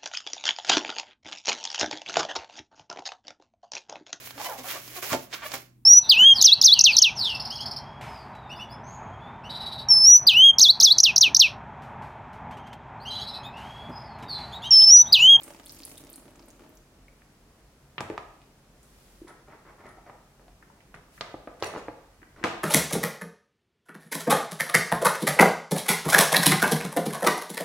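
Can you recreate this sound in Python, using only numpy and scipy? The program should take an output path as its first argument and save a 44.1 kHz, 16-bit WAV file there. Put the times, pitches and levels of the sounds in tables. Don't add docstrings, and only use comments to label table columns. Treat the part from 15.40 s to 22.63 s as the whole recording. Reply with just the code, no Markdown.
import sys
import numpy as np
from scipy import signal
from scipy.fft import rfft, irfft, next_fast_len
from scipy.io import wavfile
from scipy.ndimage import uniform_filter1d

SR = 44100
rng = np.random.default_rng(int(sys.argv[2]) if len(sys.argv) > 2 else 0)


def digitize_waveform(pressure):
    field = np.atleast_2d(pressure).T
    bounded = np.clip(field, -1, 1)
    quanta = np.round(bounded * 32767).astype(np.int16)
    wavfile.write(sys.argv[1], SR, quanta)


N = 318843
WATER_SAMPLES = 2 * SR

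# pitch_hz, width_hz, level_db
TRAY_MODES = [(289, 42, 18.5), (339, 23, 14.5), (425, 110, 0.5), (585, 59, 5), (855, 120, -9),
              (1160, 93, -18.5), (2200, 550, -42)]
# start_s, level_db, centre_hz
PUDDLE_DROPS = [(.005, -51, 13700), (0.0339, -47, 8500), (0.0406, -51, 8600), (0.0817, -54, 8900),
                (0.26, -50.5, 9400), (0.2948, -49.5, 4940), (0.306, -53, 6000), (.321, -51, 11900),
                (0.3632, -61, 6460), (.387, -60, 9000), (.538, -64, 10000), (0.4336, -49.5, 4600),
                (0.4514, -42.5, 10400), (0.479, -63, 10900), (0.4976, -55, 8900), (0.578, -50.5, 9550),
                (0.7, -52, 12400), (0.7303, -51, 8800), (0.759, -48, 9600), (0.7655, -65, 9500),
                (0.786, -66, 10300), (1.059, -66, 12600), (1.085, -60, 8900), (1.104, -58, 6460),
                (1.294, -66, 13300), (1.353, -64, 12400), (1.372, -62, 6000)]
# time_s, flow_db
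STREAM_FLOW = [(0, 1.5), (.23, -3), (.5, -0.5), (.8, -5.5), (1.02, -2), (1.16, -10.5), (1.29, -12),
               (1.4, -22), (1.6, -5.5)]


def amp(db):
    return 10 ** (np.asarray(db) / 20)


def unit(x):
    return x / np.sqrt(np.mean(x ** 2) + 1e-20)


def burst(x):
    return x / np.sqrt(np.sum(x ** 2) / len(x) / (SR / 100))


def along(points, hz):
    freqs, values = np.transpose(points)
    return np.interp(np.log(hz + 1), np.log(freqs + 1), values)


def hump(hz, centre_hz, octaves=0.42):
    return np.exp(-(np.log2((hz + 1) / centre_hz) / octaves) ** 2)


def add(track, s, sound):
    part = track[..., max(round(s * SR), 0):][..., :sound.shape[-1]]
    part += sound[..., :part.shape[-1]]


def filtered(x, response):
    size = next_fast_len(x.shape[-1] + min(x.shape[-1] // 4, SR // 10), True)
    return irfft(rfft(x, size) * response(np.fft.rfftfreq(size, 1 / SR)), size)[..., :x.shape[-1]]


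def shaped(x, spectrum):
    return filtered(x, lambda hz: amp(along(spectrum, hz)))


def coloured(x, db_of_hz, size=4096):
    cepstrum = irfft(np.log(amp(db_of_hz(np.fft.rfftfreq(size, 1 / SR))) + 1e-6))
    cepstrum[1:size // 2] *= 2
    cepstrum[size // 2 + 1:] = 0
    impulse = irfft(np.exp(rfft(cepstrum)))
    return signal.fftconvolve(x, impulse[None], axes=1)[:, :x.shape[1]]


def resonant(x, modes):
    return filtered(x, lambda f: sum(amp(db) * 1j * f * width / (hz * hz - f * f + 1j * f * width)
                                     for hz, width, db in modes))


def even(x, bins=21):
    power = np.abs(uniform_filter1d(np.mean(np.abs(rfft(x)) ** 2, axis=0), bins))
    hz = np.fft.rfftfreq(x.shape[1], 1 / SR)
    levelling_db = lambda f: -10 * np.log10(np.interp(f, hz, power / power.mean()) + .02)
    return burst(coloured(x, levelling_db, size=1024))


def swells(rows):
    t = np.arange(N) / SR
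    coarse = t[::64]
    bells = sum(amp(db) * np.exp(-2 * ((coarse - s) / length * 2) ** 2) for s, db, length in rows)
    return np.interp(t, coarse, bells)


def pushes(rows, t, rise_s=0.0015, release_s=0.028):
    return sum(amp(db) * np.interp(t, s + np.cumsum([0, rise_s, length, release_s]), [0, 1, 1, 0])
               for s, db, length in rows)


def grains(per_s, spread_db):
    hits = rng.random(N) < per_s / SR
    size = hits * amp(spread_db * np.clip(rng.standard_normal(N), -2, 2)) * rng.choice([-1, 1], N)
    pan = rng.uniform(-0.083, 0.12, N)
    return size * np.array([1 + pan, 1 - pan])


def diffuse(size):
    # freq_hz, side_to_mid_db
    width = [(40, -34), (150, -20.5), (350, -14), (700, -8.5), (1400, -4.5), (2800, 0.5), (15000, -1.5)]

    def shares(hz):
        side_gain = amp(along(width, hz))
        return np.array([np.ones_like(hz), side_gain]) / np.hypot(1, side_gain)
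    mid, side = filtered(rng.standard_normal((2, size)), shares)
    return np.array([mid + side, mid - side])


def in_room(x, wet_db, build_s=0.00039):
    # freq_hz, t60_s
    decay = [(100, 0.44), (400, 0.63), (1100, 0.66), (4000, 0.72), (9000, 0.42), (16000, 0.45)]
    # freq_hz, gain_db
    walls = [(100, 2), (300, -2), (600, 3), (1050, 1), (2000, 0), (5000, 1), (9000, 6.5), (15000, 6.5)]
    hz, t, spectra = signal.stft(diffuse(SR // 2), SR, nperseg=256)
    spectra = spectra * amp(-60 * t / along(decay, hz)[:, None]) * (1 - np.exp(-t / build_s))
    tail = signal.istft(spectra, SR, nperseg=256)[1]
    response = amp(wet_db) * coloured(tail / np.linalg.norm(tail[0]), lambda f: along(walls, f))
    response[:, 0] += 1
    return signal.fftconvolve(x, response, axes=1)


def room_tone(floor_db=-60):
    # freq_hz, density_db
    floor = [(18, -30), (25, -38), (33, -37), (45, -33), (62, -21), (88, -6), (112, -19), (165, -12.5),
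             (260, -13.5), (400, -17.5), (560, -19), (1000, -23), (2000, -27.5), (3800, -32), (5500, -31.5),
             (11000, -36.5), (16000, -42)]
    # pitch_hz, level_db
    hum_bands = [(45, -62.5), (139, -67.5)]
    # centre_s, level_db, length_s
    swishes = [(3.66, -62, 0.71), (5.77, -59.5, 0.16)]
    air = unit(shaped(diffuse(N), floor))
    hum = sum(amp(db) * unit(resonant(rng.standard_normal(N), [(hz, 6, 0)])) for hz, db in hum_bands)
    hiss = unit(shaped(rng.standard_normal((2, N)), [(500, 1), (3000, -2), (11000, -3.5), (16000, -10)]))
    return amp(floor_db) * air + hum + swells(swishes) * hiss


def grip(rise_s=0.00094, t60_s=0.062):
    # start_s, pitch_hz, level_db
    bumps = [(3.817, 323, -32.5), (3.847, 347, -40), (6.822, 315, -44.5), (7.013, 330, -37)]
    out, t = np.zeros((2, N)), np.arange(SR // 5) / SR
    for s, hz, db in bumps:
        envelope = amp(db - 60 * t / t60_s) * (1 - np.exp(-t / rise_s))
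        add(out, s, envelope * np.sin(2 * np.pi * hz * t))
    return in_room(out, wet_db=-6)[:, :N]


def clack(hz, rattle_t60_s=0.026, board_db=-13, width_ratio=0.76):
    t = np.arange(SR // 16) / SR
    rattle = even(diffuse(len(t)) * amp(-60 * t / rattle_t60_s))
    body = [(hz, hz * width_ratio, 0), (750, 400, board_db)]
    ring = resonant(resonant(rattle, body), body)
    return burst(coloured(ring, lambda f: -10 * np.log10(1 + (f / (1.4 * hz)) ** 8)))


def ticks():
    # start_s, level_db, ring_hz
    small_ticks = [(1.819, -60, 1800), (3.43, -61, 8600), (5.225, -53, 1570), (5.2996, -57, 930),
                   (5.405, -61, 2190), (5.7778, -51.5, 1670), (6.2315, -51, 5800), (6.237, -38, 2060),
                   (6.241, -53, 6100), (6.261, -47, 1670), (6.817, -58.5, 1700), (6.829, -51.5, 1620),
                   (7.029, -43, 1620)]
    out = np.zeros((2, N))
    for s, db, hz in small_ticks:
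        add(out, s, amp(db) * clack(hz))
    return in_room(out, wet_db=-3)[:, :N]


def handle(contacts_per_s=2500, waver_hz=130):
    # centre_s, level_db, length_s, ring_hz, scrape_db
    slides = [(3.883, -62, 0.014, 10000, 5.5), (3.896, -62, 0.022, 9700, 0), (4.467, -68, 0.008, 9800, 4),
              (4.492, -62.5, 0.015, 9700, 0), (4.512, -70, 0.018, 9930, -8), (5.55, -66, 0.012, 9500, 10),
              (6.205, -65, 0.019, 9800, 7), (6.245, -51.5, 0.008, 9680, 13), (6.272, -49.5, 0.02, 9600, -6),
              (6.273, -50, 0.022, 5710, -10), (6.386, -62.5, 0.036, 6950, 8)]
    # freq_hz, density_db
    scrape_spectrum = [(1000, -30), (3500, 1), (6000, -3), (8600, -7), (11000, -14), (16000, -21)]
    out, t = np.zeros((2, N)), np.arange(SR // 5) / SR
    for s, db, length, ring_hz, scrape_db in slides:
        contacts = rng.standard_normal((2, len(t))) * (rng.random(len(t)) < contacts_per_s / SR)
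        scrape = unit(shaped(contacts, scrape_spectrum))
        unsteady = unit(filtered(rng.standard_normal(len(t)), lambda hz: hz < 400))
        phase = 2 * np.pi * np.cumsum(ring_hz + waver_hz * unsteady) / SR
        ring = unit(np.sin(phase + rng.uniform(-1.1, 1, (2, 1))))
        envelope = amp(db) * np.exp(-2 * (2 * (t / length - 2)) ** 2)
        add(out, s - 2 * length, envelope * (ring + amp(scrape_db) * scrape))
    return in_room(out, wet_db=-7)[:, :N]


def screw(thread_db=1, rub_db=3.5, rasp_db=-3, catches_per_s=95, slip_s=0.0038):
    # freq_hz, density_db
    thread = [(150, -6.5), (250, -1), (312, 4.5), (455, -2), (650, -7.5), (1350, -4), (2200, -10.5),
              (3100, -21), (5920, -28.5), (9100, -50), (15400, -120)]
    # pitch_hz, width_hz, level_db
    rasp_modes = [(700, 250, 1), (844, 87, -5), (950, 56, -6), (1170, 63, -5), (1317, 60, -2),
                  (1880, 90, -3.5), (1980, 80, -5), (2220, 66, -4)]
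    # start_s, level_db, length_s, pitch_hz, lift_db
    turns = [(3.87, -52.5, 0.028, 1540, 4), (4.074, -55, 0.06, 2200, 0), (4.25, -55.5, 0.046, 1100, 4),
             (4.383, -54.5, 0.019, 1950, 0), (4.437, -53, 0.017, 720, 0), (4.452, -59, 0.013, 1970, 8),
             (4.479, -56.5, 0.017, 1350, 14), (4.571, -55.5, 0.0074, 800, 10), (4.661, -54, 0.03, 700, 4)]
    # start_s, level_db, length_s
    rubs = [(5.55, -58, 0.014), (6.195, -56, 0.022), (6.28, -55, 0.051), (6.35, -49, 0.031),
            (6.96, -58, 0.062)]
    t = np.arange(N) / SR
    catches = np.r_[0, np.cumsum(rng.uniform(.4, 1.6, 1500)) / catches_per_s]
    since_catch = t - catches[np.searchsorted(catches, t, "right") - 1]
    grit = grains(per_s=4000, spread_db=1) * (.4 + np.exp(-since_catch / slip_s))
    slips = unit(shaped(grit, thread))
    rasp = slips + amp(rasp_db) * unit(resonant(slips, rasp_modes))
    out = amp(rub_db) * pushes(rubs, t) * slips
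    for s, db, length, hz, lift_db in turns:
        span = slice(round(s * SR), round(s * SR) + SR // 6)
        turn = unit(coloured(rasp[:, span], lambda f: lift_db * hump(f, hz)))
        add(out, s, amp(thread_db) * pushes([(s, db, length)], t[span]) * turn)
    return in_room(out, wet_db=0)[:, :N]


def clinks(snap_t60_s=0.0018, snap_db=3):
    # pitch_hz, level_db, t60_s
    frame_modes = [(1980, 1.5, 0.04), (2600, -3.5, 0.067), (2800, -3, 0.07), (3900, -6, 0.045),
                   (4370, -1.5, 0.045), (5710, -15, 0.07)]
    # start_s, level_db
    strikes = [(6.235, -36.5), (6.2625, -41)]
    out, t = np.zeros((2, N)), np.arange(SR // 5) / SR
    hz, mode_db, t60 = np.transpose(frame_modes)[:, :, None, None]
    for s, db in strikes:
        phase = rng.normal(0, 0.66, (len(frame_modes), 2, 1))
        ring = np.sum(amp(mode_db - 60 * t / t60) * np.sin(2 * np.pi * hz * t + phase), axis=0)
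        snap = rng.standard_normal((2, len(t))) * amp(snap_db - 60 * t / snap_t60_s)
        add(out, s, amp(db) * (ring + snap))
    return in_room(out, wet_db=-5)[:, :N]


def groan(pitch_hz=505, waver=0.019, overtone_db=-11):
    # centre_s, level_db, length_s
    groans = [(6.3, -42, 0.014), (6.368, -36.5, 0.069)]
    unsteady = unit(filtered(rng.standard_normal(N), lambda hz: hz < 150))
    phase = 2 * np.pi * np.cumsum(pitch_hz * (1 + waver * unsteady)) / SR
    tone = swells(groans) * (np.sin(phase) + amp(overtone_db) * np.sin(2 * phase))
    return in_room(np.array([tone, tone]), wet_db=-20)[:, :N]


def flow_db(s):
    return np.interp(s, *np.transpose(STREAM_FLOW), right=-120)


def plink(hz, cycles, side):
    turn = hz * np.arange(SR // 125) / SR
    phase = 2 * np.pi * (turn * (1 + 0.022 * turn / cycles) + np.array([[0], [side]]))
    ring = np.sin(phase) * amp(-60 * turn / cycles) * (1 - np.exp(-2 * turn))
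    snap = np.zeros_like(ring)
    snap[:, :3] = [1, -2, 1]
    return burst(burst(ring) + .3 * burst(snap))


def tap(bright_db, t60_s=0.04, roughness=0.11):
    t = np.arange(SR // 8) / SR
    modes = [(hz, width, db + bright_db * np.log2(hz / TRAY_MODES[0][0]))
             for hz, width, db in TRAY_MODES]
    impact = (t == 0) + roughness * diffuse(len(t)) * amp(-60 * t / t60_s)
    return burst(resonant(impact, modes))


def splash(hz, cycles=22, satellites=4, satellite_db=-6, satellite_s=0.0071, mist_db=-11, mist_t60_s=.03):
    t = np.arange(SR // 16) / SR
    film = [(hz, hz, 0)]
    mist = rng.standard_normal((2, len(t))) * amp(-60 * t / mist_t60_s)
    out = amp(mist_db) * burst(resonant(resonant(mist, film), film))
    add(out, 0, plink(hz, cycles, side=rng.uniform(-1.7, 1) / 4))
    for k, (late, size, pitch, side) in enumerate(rng.uniform(-0.92, 1, (satellites, 4))):
        pop = plink(hz * 2 ** (pitch / 4), .7 * cycles, side / 2)
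        delay = satellite_s * (k + 1 + late / 2) / satellites
        add(out, delay, amp(satellite_db - 1.2 * k + 2 * size) * pop)
    return out


def fallback(t60_s=0.26, rise_s=0.015):
    level, t = np.zeros(WATER_SAMPLES), np.arange(SR // 2) / SR
    for s, db, _ in PUDDLE_DROPS:
        add(level, s, amp(db - 60 * t / t60_s) * (1 - np.exp(-t / rise_s)))
    return level


def trickle(drops_per_s=46, drum_db=-58.5, spray_db=-66, spray_grows=3, fallback_db=-20, spread_db=4):
    # freq_hz, density_db
    spray_spectrum = [(880, -30), (1500, 9), (3090, 3.5), (4640, -6), (6890, 1), (9370, -5), (16000, -1)]
    train, droplets = np.zeros((2, 2, WATER_SAMPLES))
    for k, (late, size) in enumerate(rng.uniform(-1, 1, (100, 2))):
        add(train, (k + .3 * late) / drops_per_s, amp([spread_db * size]))
    for when, size, pitch, side in rng.random((900, 4)):
        droplet = plink(1500 + 13500 * pitch, cycles=6.2, side=side - .5)
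        add(droplets, when * STREAM_FLOW[-1][0], amp(12 * size ** 4) * droplet)
    drum = filtered(resonant(train, TRAY_MODES), lambda hz: 1 / (1 + 1j * hz / 3500))
    spray = shaped(droplets, spray_spectrum)
    drum, spray = (x / np.sqrt(np.mean(x[:, :SR] ** 2)) for x in (drum, spray))
    flow = flow_db(np.arange(WATER_SAMPLES) / SR)
    spraying = amp(spray_db + spray_grows * flow) + amp(fallback_db) * fallback()
    return in_room(amp(drum_db + flow) * drum + spraying * spray, wet_db=-1)[:, :N]


def spatter(start_s=0.24, end_s=0.73, level_db=-55, spread_db=16, count=110):
    out = np.zeros((2, WATER_SAMPLES))
    for when, size, pitch, side in rng.random((count, 4)):
        s = start_s + when * (end_s - start_s)
        droplet = plink(3000 + 12000 * pitch, cycles=5, side=side - .5)
        add(out, s, amp(level_db + flow_db(s) - spread_db * size) * droplet)
    return in_room(out, wet_db=-21)[:, :N]


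def bubbles(cycles=34, bend=0.03, splash_db=-4):
    # start_s, level_db, pitch_hz
    trapped = [(0.107, -69, 5400), (.2643, -58, 3450), (0.2706, -58, 4300), (.339, -64, 5400),
               (.392, -58, 4760), (0.573, -59, 3550), (0.58, -58, 3680), (.739, -59.5, 4270),
               (.744, -64, 4760), (1.6825, -59, 2220)]
    out, t = np.zeros((2, WATER_SAMPLES)), np.arange(SR // 20) / SR
    for s, db, hz in trapped:
        turn = hz * t
        envelope = amp(-60 * turn / cycles) * (1 - np.exp(-turn))
        ring = envelope * np.sin(2 * np.pi * turn * (1 + bend * turn / cycles))
        add(out, s, amp(db) * burst(ring[None]))
        add(out, s, amp(db + splash_db) * burst(splash(hz)))
    return in_room(out, wet_db=-6)[:, :N]


def spills(drops_per_s=75, fade_db_per_s=70, spread_db=2, count=12):
    # start_s, level_db
    last_spills = [(1.082, -63.5), (1.197, -52)]
    out = np.zeros((2, WATER_SAMPLES))
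    for s, db in last_spills:
        for k, (late, size) in enumerate(rng.uniform(-0.87, 1, (count, 2))):
            delay = (k + .3 * late) / drops_per_s
            add(out, s + delay, amp(db - fade_db_per_s * delay + spread_db * size) * tap(bright_db=4))
    return in_room(out, wet_db=-5)[:, :N]


def drops(small_per_s=28, small_tap_db=-59, small_splash_db=-63, splash_grows=1.6, small_hz=6500):
    # start_s, level_db
    bare_hits = [(0.066, -51), (0.079, -47), (0.1051, -46), (.147, -51), (0.1985, -48), (0.638, -66),
                 (.669, -54.5), (.880, -53), (1.241, -59)]
    # start_s, level_db
    plops = [(0.404, -50.5), (.521, -50), (0.544, -52), (0.603, -56), (0.638, -50), (.78, -51), (.856, -50),
             (1.082, -51.5), (1.197, -54.5)]
    out = np.zeros((2, WATER_SAMPLES))
    for s, db, hz in PUDDLE_DROPS:
        add(out, s, amp(db) * splash(hz))
    for s, db in bare_hits:
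        add(out, s, amp(db) * tap(bright_db=13))
    for s, db in plops:
        add(out, s, amp(db) * tap(bright_db=-12))
    for k, (late, size, pitch) in enumerate(rng.uniform(-1, 1, (44, 3))):
        s = (k + .5 + .4 * late) / small_per_s
        size_db, hz = -5 * size, small_hz * 2 ** (.7 * pitch)
        add(out, s, amp(small_tap_db + flow_db(s) + size_db) * tap(bright_db=17.5))
        add(out, s, amp(small_splash_db + splash_grows * flow_db(s) + size_db) * splash(hz))
    return in_room(out * amp([[-.6], [.6]]), wet_db=-9)[:, :N]


def blow(tilt, cutoff_hz, thud_db, spot_hz, spot_db, crack_t60_s=0.0079, clatter_t60_s=0.069):
    # pitch_hz, level_db, t60_s
    board_modes = [(150, -22, 0.12), (294, -5, 0.04), (335, -3, 0.03), (440, -7, 0.045), (492, -7, 0.04),
                   (620, -9, 0.03), (738, -5, 0.03), (825, -6, .035), (990, -5, 0.025), (1186, -4, 0.035),
                   (1238, -6, 0.035), (1310, -9, 0.035), (1981, -14, 0.035), (2550, -9, 0.015),
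                   (4400, -25.5, 0.02)]
    # freq_hz, density_db
    contact_spectrum = [(50, -35.5), (110, -8), (260, -2.5), (700, 0.5), (1200, -6.5), (1600, -3),
                        (2700, -9.5), (5000, -17.5), (9000, -17.5), (16000, -18)]
    t = np.arange(SR // 7) / SR
    mode_hz, mode_db, mode_t60 = np.transpose(board_modes)[:, :, None]
    strength_db, detune, sign = rng.standard_normal((3, len(board_modes), 1))
    envelopes = np.sign(sign) * amp(mode_db + strength_db - 60 * t / mode_t60)
    ring = np.sum(envelopes * np.sin(2 * np.pi * mode_hz * (1 + 0.0034 * detune) * t), axis=0)
    crack = even(rng.standard_normal((1, len(t))) * amp(-60 * t / crack_t60_s))
    clatter = even(diffuse(len(t)) * amp(-60 * t / clatter_t60_s))
    contact = coloured(amp(-2) * crack + amp(-5) * clatter, lambda f: along(contact_spectrum, f))

    def colour_db(f):
        slope = tilt * np.log2(np.clip(f, 300, 5000) / 1000)
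        softness = 10 * np.log10(1 + (f / cutoff_hz) ** 7)
        weight = along([(40, -29), (90, 4.5), (150, thud_db), (270, 1.5), (500, 1)], f)
        return slope - softness + weight + spot_db * hump(f, spot_hz)
    return burst(coloured(burst(contact) + amp(-2) * burst(ring[None]), colour_db))


def drag(catches_per_s=77, scatter_s=0.00083, swell_db=4):
    # start_s, length_s, level_db
    strokes = [(6.337, 0.047, -39)]
    out = np.zeros((2, N))
    for start, length, db in strokes:
        for s in np.arange(start, start + length, 1 / catches_per_s):
            catch = blow(tilt=-3, cutoff_hz=1900, thud_db=-5, spot_hz=1050, spot_db=3)
            level_db = db + swell_db * np.sin(np.pi * (s - start) / length)
            add(out, s + scatter_s * rng.standard_normal(), amp(level_db) * in_room(catch, wet_db=-8.5))
    return out


def knocks():
    # start_s, level_db, tilt_db_per_octave, cutoff_hz, thud_db, room_db,
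    # spot_pitch_hz, spot_lift_db
    landings = [(2.7004, -30, -5, 7040, -6, -5, 1160, -5), (2.7784, -31.5, 0.5, 4960, -4, -6.5, 1070, 5.5),
                (3.017, -61.5, 6, 4490, 7, -2, 1480, -16), (4.6969, -46.5, 0, 2400, 3, -3, 960, 7.5),
                (4.9957, -54, -5.5, 3000, 5, -1.5, 690, 1), (5.0812, -53.5, 3.5, 5050, 13, -12, 720, 15),
                (5.9419, -34.5, -5, 1590, -2, -6.5, 1050, 3.5), (6.0736, -38, -2, 2800, 0, -2.5, 694, 1),
                (6.483, -32, -4, 2600, -11, -6.5, 730, 5)]
    out = np.zeros((2, N))
    for s, db, tilt, cutoff_hz, thud_db, room_db, spot_hz, spot_db in landings:
        add(out, s, amp(db) * in_room(blow(tilt, cutoff_hz, thud_db, spot_hz, spot_db), room_db))
    return out


def clamp_blows(rebounds=3, first_gap_s=0.0065, gap_grows=1.5, loss_db=1):
    # start_s, level_db, tilt_db_per_octave, cutoff_hz, thud_db,
    # spot_pitch_hz, spot_lift_db, clack_db, clack_hz, rebound_db
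    strikes = [(2.581, -35.5, 5, 1900, 17.5, 1160, 2, -34.5, 2600, -10.5),
               (2.606, -30.5, -2.5, 8560, 1.5, 1520, -0.5, -44, 5030, -35),
               (5.5425, -46, 2, 2600, 18, 160, 8, -47.5, 1720, -16),
               (5.8096, -34, 2, 5400, 9, 1550, 1.5, -35.5, 3950, -15.5),
               (6.2245, -26.5, -2, 6350, -2, 1150, 1.5, -39, 4420, -17),
               (7.0396, -21.5, -1, 6200, -2, 920, 6.5, -29.5, 1840, -12)]
    out = np.zeros((2, N))
    for s, db, tilt, cutoff_hz, thud_db, spot_hz, spot_db, clack_db, clack_hz, rebound_db in strikes:
        add(out, s, amp(db) * in_room(blow(tilt, cutoff_hz, thud_db, spot_hz, spot_db), wet_db=-3))
        add(out, s, amp(clack_db) * in_room(clack(clack_hz), wet_db=-10.5))
        rattle = np.zeros((2, SR // 5))
        for k, delay in enumerate(np.cumsum(first_gap_s * gap_grows ** np.arange(rebounds))):
            rebound = blow(tilt + 5, 0.7 * cutoff_hz, thud_db=0, spot_hz=spot_hz, spot_db=spot_db)
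            add(rattle, delay, amp(-loss_db * k) * rebound)
        add(out, s, amp(db + rebound_db) * in_room(rattle, wet_db=-1))
    return out


def scene():
    clamps = clamp_blows() + drag() + groan() + clinks() + ticks() + screw() + handle()
    out = knocks() + grip() + clamps + room_tone()
    add(out, 0, drops() + bubbles() + spatter() + trickle() + spills())
    return out


def record(dry):
    return filtered(dry, lambda hz: hz < 16200)


dry = scene()
out = record(dry)
digitize_waveform(out)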